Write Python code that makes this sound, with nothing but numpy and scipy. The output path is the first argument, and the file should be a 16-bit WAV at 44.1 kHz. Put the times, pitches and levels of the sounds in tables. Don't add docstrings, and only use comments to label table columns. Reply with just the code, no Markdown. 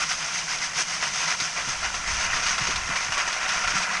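import sys
import numpy as np
from scipy import signal
from scipy.fft import rfft, irfft
from scipy.io import wavfile
from scipy.ndimage import uniform_filter1d, minimum_filter1d

SR = 44100
rng = np.random.default_rng(int(sys.argv[2]) if len(sys.argv) > 2 else 0)


def unload_wav(signal):
    wavfile.write(
        sys.argv[1],
        SR,
        np.round(np.clip(np.atleast_2d(signal).T, -1, 1) * 32767).astype(np.int16),
    )


N = 176400
TIME = np.arange(N) / SR

# centre_s, length_s, stones_db, grit_db
LOAD_SURGES = [(0.017, 0.05, -21, -26.5), (0.118, 0.041, -24.5, -23.5), (0.241, 0.093, -27.5, -32),
               (0.372, 0.08, -30, -26.5), (0.527, 0.068, -25.5, -27.5), (0.642, 0.059, -27.5, -27),
               (0.797, 0.054, -22.5, -21.5), (0.932, 0.097, -27, -27.5), (1.053, 0.085, -24.5, -28),
               (1.162, 0.067, -26.5, -26), (1.223, 0.057, -23.5, -24.5), (1.306, 0.069, -20.5, -24.5),
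               (1.436, 0.079, -27, -26.5), (1.597, 0.053, -24.5, -33), (1.702, 0.062, -28, -27),
               (1.851, 0.047, -22.5, -29.5), (2.137, 0.095, -26.5, -27.5), (2.232, 0.083, -24.5, -25.5),
               (2.358, 0.081, -25, -27), (2.493, 0.11, -27.5, -24.5), (2.638, 0.067, -26.5, -27.5),
               (2.916, 0.064, -26.5, -33.5), (2.986, 0.056, -23.5, -46), (3.044, 0.056, -29, -29.5),
               (3.15, 0.039, -26.5, -35), (3.204, 0.037, -20, -29), (3.434, 0.042, -25, -34),
               (3.541, 0.11, -25.5, -28), (3.638, 0.045, -25.5, -30), (3.711, 0.021, -25, -27.5),
               (3.771, 0.046, -20.5, -24), (3.831, 0.039, -26, -25), (3.95, 0.07, -24.5, -31)]
# time_s, stones_db, grit_db
LOAD_ROLLING = [(0, -30.5, -29.5), (.7, -30.5, -34), (1.2, -41, -37), (1.55, -29.5, -31),
                (2.02, -28.5, -33.5), (2.3, -24, -42), (2.85, -27.5, -34), (3.4, -24.5, -34),
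                (4, -24.5, -39.5)]
# frequency_hz, gain_db
STONE_SPECTRUM = [(100, -22), (280, -10), (450, -8.5), (640, -1.5), (830, -15.5), (1000, 2), (1230, 1.5),
                  (1600, 0), (1900, 3.5), (2600, -1), (3200, -8), (4300, -12.5), (6400, -4.5),
                  (7000, -11.5), (11000, -59.5)]
# frequency_hz, gain_db
GRIT_SPECTRUM = [(500, -49), (1500, -1.5), (3000, -2), (4250, -5.5), (4900, 1), (5900, 2.5), (6470, 3),
                 (6850, -9.5), (8300, -13), (9400, -19), (10000, -30), (10800, -28), (11400, -52)]
# frequency_hz, level_db, t60_s
SIEVE_MODES = [(645, -7, 0.031), (738, -1, 0.04), (947, -1, 0.042), (1040, -4.5, 0.055), (1374, 5, 0.037),
               (1491, 5, 0.021), (1680, -2, 0.034), (2042, -1.5, 0.058), (2403, 0.5, 0.035),
               (2625, -4, 0.046), (2873, -9.5, 0.14)]
# time_s, level_db, pitch_hz
BOWL_FLEX = [(0, -52, 158.1), (1.4, -50.5, 162), (1.9, -58.5, 169.6), (2.55, -47.5, 179.8),
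             (3.2, -55, 178.8), (3.77, -45, 179), (3.95, -49.5, 194)]
# time_s, level_db
WIND_GUSTS = [(0, -51.5), (1.5, -59), (1.62, -46.5), (2.05, -42.5), (2.13, -35), (2.23, -43), (2.33, -35.5),
              (2.53, -46.5), (2.77, -36), (2.96, -46), (3.45, -53), (3.7, -40), (3.85, -57)]
# frequency_hz, density_db
WIND_SPECTRUM = [(15, -2.5), (50, -1), (80, -7.5), (130, -14), (250, -22.5), (1500, -60)]
# frequency_hz, density_db
STREAM_SPECTRUM = [(60, -14), (200, 6), (400, 1), (900, 11.5), (2500, -26), (6000, 11), (11000, -10)]
# start_s, dull_db, bright_db
STONE_LANDINGS = [(.584, -50, -31), (1.025, -21.5, -34), (1.278, -33, -34), (1.401, -26.5, -25),
                  (1.942, -24, -33), (2.075, -23, -44), (2.335, -29, -41), (2.428, -26, -36),
                  (2.465, -25, -26), (2.581, -24.5, -26), (2.67, -21, -45), (2.707, -22, -41),
                  (2.759, -25, -25), (2.958, -23, -31), (3.121, -23, -42), (3.178, -23, -31),
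                  (3.276, -23.5, -31), (3.327, -28.5, -26.5), (3.491, -29.5, -25.5), (3.675, -22.5, -30)]
# start_s, peak_db, centre_hz
LOAD_THUMPS = [(0.787, -36, 305), (1.414, -34.5, 152), (1.674, -34, 150), (2.612, -28.5, 108),
               (2.68, -31.5, 250), (2.891, -29.5, 156), (3.084, -34.5, 130), (3.737, -33, 180)]

CUTOFF_HZ = 11250


def from_db(db):
    return 10 ** (np.asarray(db) / 20)


def rms_one(x):
    return x / np.sqrt(np.mean(x ** 2) + 1e-20)


def in_time(rows):
    times, *columns = np.transpose(rows)
    return [np.interp(TIME, times, column) for column in columns]


def drift(rate_hz):
    step, settling = 40, 2000
    pole = np.exp(-2 * np.pi * rate_hz * step / SR)
    noise = rng.standard_normal(N // step + settling + 2)
    slow = signal.lfilter([1], [1, -2 * pole, pole * pole], noise)[settling:]
    return np.interp(np.arange(N) / step, np.arange(len(slow)), rms_one(slow))


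def colour(x, spectrum, size=4096):
    hz, db = np.transpose(spectrum)
    grid_hz = np.maximum(np.arange(size // 2 + 1) * SR / size, 1)
    gain = from_db(np.interp(np.log(grid_hz), np.log(hz), db))
    cepstrum = irfft(np.log(gain))
    cepstrum[1:size // 2] *= 2
    cepstrum[size // 2 + 1:] = 0
    response = irfft(np.exp(rfft(cepstrum)))
    return signal.fftconvolve(x, response)[:N]


def band_noise(low_hz, high_hz):
    band = signal.butter(2, [low_hz, high_hz], "band", fs=SR, output="sos")
    return rms_one(signal.sosfilt(band, rng.standard_normal(N)))


def fade(clicks, decay_s):
    return signal.lfilter([1], [1, -np.exp(-1 / (decay_s * SR))], clicks + 1e-18)


def ring(clicks, hz, t60_s):
    radius = from_db(-60 / (t60_s * SR))
    real_part = radius * np.cos(2 * np.pi * hz / SR)
    return signal.lfilter([1, -real_part], [1, -2 * real_part, radius ** 2], clicks + 1e-18)


def contacts(per_s, spread_db):
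    sizes = from_db(spread_db * np.minimum(rng.exponential(1, N), 3.8))
    return sizes * rng.choice([-1, 1], N) * (rng.random(N) < per_s / SR)


def landings():
    dull, bright = np.zeros((2, N))
    for start_s, dull_db, bright_db in STONE_LANDINGS:
        onset = int(start_s * SR)
        dull[onset], bright[onset] = from_db([dull_db, bright_db])
    return dull, bright


def shaking(impacts, scatter_rise_s=.002):
    stone_power, grit_power = (from_db(db) ** 2 for db in in_time(LOAD_ROLLING))
    for centre_s, length_s, stones_db, grit_db in LOAD_SURGES:
        near = np.abs(TIME - centre_s) < 2 * length_s
        t = TIME[near] - centre_s
        half_width_s = length_s * np.where(t < 0, .55, .52)
        swell = np.exp(-np.abs(t / half_width_s) ** 2.52)
        stone_power[near] += swell * from_db(stones_db) ** 2
        grit_power[near] += swell * from_db(grit_db) ** 2
    scatter = fade(impacts ** 2, decay_s=.018)
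    scatter = fade(scatter, scatter_rise_s) / (scatter_rise_s * SR)
    return np.sqrt(stone_power + scatter), np.sqrt(grit_power + scatter * from_db(-3) ** 2)


def pebbles(clicks, spectrum, range_hz, t60_cycles, count=36):
    struck = rng.integers(0, count, N)
    rings = sum(hz * ring(clicks * (struck == k), hz, t60_cycles / hz)
                for k, hz in enumerate(np.geomspace(*range_hz, count)))
    return rms_one(colour(rms_one(rings) + rms_one(clicks), spectrum))


def stones(force):
    dense = contacts(per_s=2100, spread_db=1)
    sparse = contacts(per_s=150, spread_db=2)
    rattle = pebbles(dense, STONE_SPECTRUM, range_hz=(842, 5680), t60_cycles=41)
    clacks = pebbles(sparse, STONE_SPECTRUM, range_hz=(1073, 5960), t60_cycles=80)
    return force * (from_db(-8.5) * rattle + from_db(-12.5) * clacks)


def grit(force):
    hits = contacts(per_s=7000, spread_db=2)
    return from_db(-3) * force * pebbles(hits, GRIT_SPECTRUM, range_hz=(2244, 15660), t60_cycles=25)


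def sand(force, drain_db_per_s=3):
    return from_db(-.5 - drain_db_per_s * TIME) * force ** 2 * band_noise(7000, CUTOFF_HZ)


def sieve_ring(clicks):
    return sum(from_db(db) * ring(clicks * rng.standard_normal(N), hz, t60_s)
               for hz, db, t60_s in SIEVE_MODES)


def mesh(force, baring_db_per_s=.5):
    ringing = rms_one(sieve_ring(contacts(per_s=1100, spread_db=2.5)))
    return from_db(-10.5 + baring_db_per_s * TIME) * force * ringing


def bowl():
    level_db, pitch_hz = in_time(BOWL_FLEX)
    phase = 2 * np.pi * np.cumsum(pitch_hz) / SR
    boom = drift(rate_hz=25) * np.sin(phase) + drift(rate_hz=25) * np.cos(phase)
    return from_db(level_db) * rms_one(boom)


def wind(spread_db=1.5):
    level_db, = in_time(WIND_GUSTS)
    pressure = rng.standard_normal(N) * from_db(spread_db * drift(rate_hz=5.9))
    return from_db(level_db) * rms_one(colour(pressure, WIND_SPECTRUM))


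def stream():
    return from_db(-41.5) * rms_one(colour(rng.standard_normal(N), STREAM_SPECTRUM))


def big_stones(dull, bright):
    crack = from_db(6.5) * fade(dull, decay_s=.0053) * rng.standard_normal(N)
    clack = fade(bright, decay_s=.0089) * band_noise(2750, 5360)
    return colour(crack, STONE_SPECTRUM) + from_db(-15) * sieve_ring(dull) + clack


def thumps(rise_s=.008, edge_ratio=1.5):
    out = np.zeros(N)
    for start_s, peak_db, centre_hz in LOAD_THUMPS:
        age = np.maximum(TIME - start_s, 0) / rise_s
        bump = age * np.exp(-age) * band_noise(centre_hz / edge_ratio, centre_hz * edge_ratio)
        out += from_db(peak_db) * bump / np.abs(bump).max()
    return out


def scene():
    dull, bright = landings()
    stone_force, grit_force = shaking(dull)
    gravel = stones(stone_force) + grit(grit_force) + sand(grit_force) + mesh(stone_force)
    mix = gravel + bowl() + wind() + stream() + big_stones(dull, bright) + thumps()
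    return np.tile(mix, (2, 1))


def record(dry):
    ceiling, window_s = .26, .002
    size = int(window_s * SR)
    allowed_gain = ceiling / np.maximum(np.abs(dry), ceiling)
    gain = uniform_filter1d(minimum_filter1d(allowed_gain, size), size)
    low_pass = signal.ellip(12, .1, 90, CUTOFF_HZ, fs=SR, output="sos")
    return signal.sosfilt(low_pass, dry * gain)


dry = scene()
out = record(dry)
unload_wav(out)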